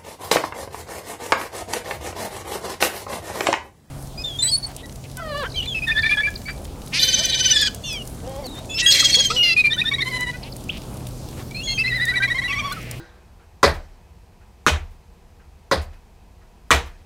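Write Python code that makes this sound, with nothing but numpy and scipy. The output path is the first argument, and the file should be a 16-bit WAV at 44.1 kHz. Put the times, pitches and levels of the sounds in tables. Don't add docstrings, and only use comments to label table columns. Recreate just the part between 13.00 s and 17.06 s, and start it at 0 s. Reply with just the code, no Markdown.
import sys
import numpy as np
from scipy import signal
from scipy.io import wavfile

SR = 44100
rng = np.random.default_rng(int(sys.argv[2]) if len(sys.argv) > 2 else 0)


def master_out(mix):
    frames = np.transpose(np.atleast_2d(mix))
    ceiling = np.clip(frames, -1, 1)
    pcm = np.round(ceiling * 32767).astype(np.int16)
    wavfile.write(sys.argv[1], SR, pcm)


def rack_gain(trim_db):
    fader = np.asarray(trim_db, float)
    return 10 ** (fader / 20)


N = 178998

# start_s [s], boom_db [dB], boom_hz [Hz], sway_db [dB]
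LANDINGS = [
    (0.654, -18, 75.3, -31),
    (1.707, -15.5, 76, -32.5),
    (2.763, -21, 75.8, -36.5),
    (3.724, -17, 70.1, -37),
]


def at_hz(points, hz):
    table = np.array(points)
    return np.interp(np.log(hz), np.log(table[:, 0]), table[:, 1])


def rms_one(x):
    return x / np.sqrt(np.mean(x ** 2) + 1e-20)


def early_rms_one(x):
    return x / np.sqrt(np.mean(x[:SR // 20] ** 2))


def add(out, start_s, sound):
    at = max(round(start_s * SR), 0)
    out[at:at + len(sound)] += sound[:max(N - at, 0)]


def unit_click(length):
    click = np.zeros(length)
    click[0] = 1
    return click


def wander(length, step):
    knots = length // step + 2
    return np.interp(np.arange(length) / step, np.arange(knots), rng.standard_normal(knots))


def ring(x, hz, t60):
    radius = rack_gain(-60 / (t60 * SR))
    angle = 2 * np.pi * hz / SR
    return signal.lfilter([0, np.sin(angle)], [1, -2 * radius * np.cos(angle), radius ** 2], x + 1e-18)


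def bands(white):
    edges_hz = 20 * 2 ** np.arange(0, 9.8, 1 / 3)
    for k, (low, high) in enumerate(zip(edges_hz, edges_hz[1:])):
        sos = signal.butter(2, [low, high], "band", fs=SR, output="sos")
        yield np.sqrt(low * high), signal.sosfilt(sos, white[k % 2])


def room_tail(colour_db, build_s, stretch, rough_db):
    # band_hz [Hz], t60_s [s]
    room_t60 = [(120, 0.32), (350, 0.29), (1000, 0.3), (2700, 0.26), (4500, 0.21), (6500, 0.21),
                (10000, 0.2), (15000, .2)]
    t = np.arange(SR * 2 // 3) / SR
    bursts = rack_gain(rough_db * np.exp(-t / 0.052) * wander(len(t), step=SR // 1200))
    build = (1 - np.exp(-t / build_s)) ** 2
    white = rng.standard_normal((2, len(t))) * bursts * build
    tail = np.zeros(len(t))
    for hz, band in bands(white):
        if hz > 90:
            decay_db = -60 * t / (stretch * at_hz(room_t60, hz))
            patches_db = 1.7 * wander(len(t), step=SR // 40)
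            tail += rack_gain(colour_db(hz) + decay_db + patches_db) * band
    return early_rms_one(tail)


def background():
    # band_hz [Hz], density_db [dB per Hz]
    hum_colour = [(12, -36), (20, -5.5), (74, -3), (90, -9), (109, -19.5), (171, -14), (267, -27.5),
                  (353, -23.5), (551, -28.5), (837, -22), (1170, -35), (2410, -37), (3190, -41),
                  (4840, -41), (15600, -51.5)]
    # tone_hz [Hz], level_db [dB rms]
    whines = [(468, -68), (791, -78), (2550, -79.5), (8296, -83.5)]
    t = np.arange(SR) / SR
    swell_db = 1 * wander(N, step=round(0.73 * SR))
    shake_db, rise_s, fall_s = 5, .1, .1
    for start_s, *_ in LANDINGS:
        add(swell_db, start_s, 2 * shake_db * (1 - np.exp(-t / rise_s)) * np.exp(-t / fall_s))
    swell_db -= swell_db.mean()
    white = rng.standard_normal((2, N + SR // 2))
    hum = np.zeros(N)
    for hz, band in bands(white):
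        hum += rack_gain(at_hz(hum_colour, hz) + swell_db * (hz < 110)) * band[-N:]
    tones = sum(rack_gain(db) * rms_one(ring(white[0], hz, 0.11)[-N:]) for hz, db in whines)
    return rack_gain(-47.5) * rms_one(hum) + tones


def earlier_knock():
    # band_hz [Hz], density_db [dB per Hz]
    earlier_colour = [(120, -57), (200, -20), (242, -37.5), (317, -6.5), (430, -15.5), (488, -24.5),
                      (563, -14), (762, -16.5), (1400, -15.5), (1560, -12.5), (2810, -26.5), (3870, -21.5),
                      (9000, -39), (11700, -77), (19800, -120)]
    # mode_hz [Hz], level_db [dB], t60_s [s]
    earlier_modes = [(337, -36, 0.19), (490, -51.5, .9), (800, -49, .2), (1450, -48, 0.3), (1548, -52, .4),
                     (1580, -48, 0.55), (3850, -60, .5), (3900, -63, .5), (4016, -60, .4)]
    out = np.zeros(N)
    tail = room_tail(lambda f: at_hz(earlier_colour, f), build_s=0.00033, stretch=3.8, rough_db=1.5)
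    add(out, 0, rack_gain(-51) * tail)
    click = unit_click(N)
    return out + sum(rack_gain(db) * ring(click, hz, t60) for hz, db, t60 in earlier_modes)


def clock():
    # band_hz [Hz], density_db [dB per Hz]
    clock_colour = [(530, -46), (900, -11), (1390, 0.5), (1630, -5.5), (2300, -8), (3350, -20), (5000, -27),
                    (6500, -53), (11000, -120)]
    pendulum_s = 1.999
    out = np.zeros(N)
    for swing in range(2):
        for start_s, level_db in ((.389, -60), (1.405, -62.5)):
            tail = room_tail(lambda f: at_hz(clock_colour, f), build_s=.006, stretch=.9, rough_db=3.0)
            add(out, start_s + pendulum_s * swing, rack_gain(level_db) * tail)
    return out


def soles():
    # start_s [s], level_db [dB], tilt_db [dB per octave], build_s [s]
    scuffs = [
        (0.734, -50.5, -3.5, 0.01),
        (1.648, -65, -4, .005),
        (1.9, -66.5, -1.5, .015),
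        (2.808, -50, -2.5, 0.01),
        (2.921, -59, -7.5, 0.014),
        (3.675, -74, 0.5, 0.0039),
        (3.85, -52.5, -5, 0.018),
    ]
    out = np.zeros(N)
    for start_s, level_db, tilt_db, build_s in scuffs:
        colour = lambda f: tilt_db * np.log2(f / 4000) - 12 * max(np.log2(1500 / f), 0)
        add(out, start_s, rack_gain(level_db) * room_tail(colour, max(build_s, .001), stretch=.55, rough_db=2.5))
    return out


def beating(hz, split, t60):
    click = unit_click(SR * 2 // 3)
    swell = ring(ring(click, (1 + split) * hz, t60), (1 - split) * hz, t60)
    return swell / np.abs(swell).max()


def floor_answers():
    out = np.zeros(N)
    for start_s, boom_db, boom_hz, sway_db in LANDINGS:
        boom = rack_gain(boom_db) * beating(boom_hz, split=.075, t60=0.39)
        sway = rack_gain(sway_db) * beating(33, split=0.034, t60=.6)
        add(out, start_s, boom + sway)
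    return out


def resonances(peaks):
    click = unit_click(SR // 2)
    modes = np.zeros(len(click))
    for hz, width_hz, db in peaks:
        t60 = np.clip(4.0 / width_hz, .06, .3)
        mode = ring(ring(click, hz, 0.074), hz, t60)
        modes += rack_gain(db) * rms_one(mode) * rng.choice([-1, 1])
    return early_rms_one(modes)


def board_cycles(hz):
    t = np.arange(SR // 100) / SR
    turns = hz * (.8 * t + .0007 * (1 - np.exp(-t / .001)))
    peak_s = .0009
    board = np.sin(2 * np.pi * turns) * t / peak_s * np.exp(1 - t / peak_s)
    return board - board.mean()


def plate_crack(clicks):
    cracks = .8 * clicks
    cracks[0] += 0.2
    flutter_s, first_db, loss_db = .0052, -5, 2.5
    turn = np.arange(1, 13)
    returns = ((turn + .06 * rng.standard_normal(len(turn))) * flutter_s * SR).astype(int)
    cracks[returns] += rack_gain(first_db - loss_db * turn + 2.5 * rng.standard_normal(len(turn)))
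    modes = ((3800, 0.0071, 1), (6200, 0.0045, 1), (7400, .004, -0.78),
             (9500, 0.0023, 0.58), (13000, .002, .4))
    return sum(gain * ring(cracks, hz, t60) for hz, t60, gain in modes)


def board_thud(clicks):
    # mode_hz [Hz], level_db [dB], t60_s [s]
    thud_modes = [(178, -4.5, 0.084), (266, 1.5, 0.037), (355.6, 5.5, 0.038), (473, 2, 0.054)]
    thud = np.zeros(len(clicks))
    for k, (hz, db, t60) in enumerate(thud_modes):
        thud += rack_gain(db) * ring(clicks, hz, t60) * (-1) ** k
    push_s, width_s, push_db = .0052, .0007, 11
    lag = (np.arange(len(clicks)) / SR - push_s) / width_s
    return thud - rack_gain(push_db) * lag * np.exp(-lag ** 2 / 2)


def knock(foot, thud_db):
    # delay_s [s], left_db [dB], right_db [dB]
    echoes = [(0, -12, 1.5), (.0017, 1, -25), (.0049, -5, -4), (.0075, -14, -12), (.0152, -5, -9),
              (.0205, -9, -10)]
    clicks = np.zeros(SR // 8)
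    for k, echo in enumerate(echoes):
        clicks[round(echo[0] * SR)] = rack_gain(echo[1 + foot]) * (-1) ** k
    board = np.convolve(clicks, board_cycles((1147, 1276)[foot]))[:len(clicks)]
    return board + rack_gain(-11.0) * plate_crack(clicks) + rack_gain(thud_db) * board_thud(clicks)


def taps():
    # start_s [s], peak_db [dB], tail_db [dB], pitch_factor [ratio, by landing spot], thud_db [dB]
    tap_list = [
        (.6295, -1.5, -15, 1, -16.5),
        (1.6648, -3, -18.5, 1.32, -16),
        (2.7123, -8.5, -20, .985, -13.5),
        (3.7062, -3, -15, 1.02, -19.5),
    ]
    # band_hz [Hz], density_db [dB per Hz]
    left_plate = [(59, -29), (100, -4.5), (134, 0), (209, -9.5), (281, -7), (564, -1), (760, -5.5),
                  (1400, -9), (2000, -6.5), (2810, -22.5), (4020, -6.5), (5100, -11.5), (6120, -26),
                  (10400, -24.5), (15500, -47.5)]
    right_plate = [(59, -36), (100, -2.5), (253, -15.5), (457, -6), (552, -16), (654, -3.5), (697, -8),
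                   (1290, -9.5), (2220, -8.5), (2750, -11), (3460, -8.5), (4960, -21.5), (6300, -12.5),
                   (8500, -24), (15500, -36)]
    # mode_hz [Hz], width_hz [Hz], level_db [dB]
    left_spot = [(555.7, 50, 6), (450, 45, -4), (915, 70, -13), (740, 50, -10), (1107, 50, -6),
                 (1367, 61, -6), (1607, 38, -13), (1985, 110, 0.5), (3400, 80, -13.5), (3940, 39, -6.5),
                 (4360, 35, -10), (4600, 49, -14)]
    right_spot = [(458.6, 18, 2.5), (643.5, 31, 0), (1113, 60, 5), (1610, 90, -7.5), (1891, 33, 6.5),
                  (2350, 21, 1), (3320, 51, -9), (3410, 60, -7.5), (3810, 31, -8.5), (4320, 27, -7.5)]
    # band_hz [Hz], density_db [dB per Hz]
    hush_colour = [(300, -9), (800, -15), (1500, -6.5), (2500, -7), (3500, -11.5), (4900, -6), (6500, -14),
                   (12000, -22)]
    out = np.zeros(N)
    for k, (start_s, peak_db, tail_db, pitch_factor, thud_db) in enumerate(tap_list):
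        foot = k % 2
        plate = (left_plate, right_plate)[foot]
        spot = np.array((left_spot, right_spot)[foot]) * [pitch_factor, 1, 1]
        bright_db = (-0.17, 0.1)[foot]
        spot_db = tail_db - (4, 4.5)[foot]
        colour = lambda f: at_hz(plate, f) + bright_db * max(np.log2(f / 3000), 0)
        near = room_tail(colour, build_s=.003, stretch=1, rough_db=4.5)
        far = room_tail(lambda f: at_hz(hush_colour, f), build_s=.05, stretch=3.7, rough_db=2.8)
        add(out, start_s, rack_gain(peak_db) * knock(foot, thud_db))
        add(out, start_s, rack_gain(tail_db) * near)
        add(out, start_s, rack_gain(spot_db) * resonances(spot))
        add(out, start_s, rack_gain(tail_db - 47) * far)
    return out


def scene():
    quiet = background() + earlier_knock() + clock() + soles()
    return (quiet + floor_answers() + taps())[None]


def top_cut(x):
    return signal.sosfilt(signal.butter(12, 16700, fs=SR, output="sos"), x)


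def record(dry):
    low_pass = signal.cheby2(14, 50, 16150, fs=SR, output="sos")
    limited = signal.sosfilt(low_pass, np.clip(dry, -.95, .95))
    return top_cut(np.clip(limited, -.96, .96))


dry = scene()
out = record(dry)
master_out(out)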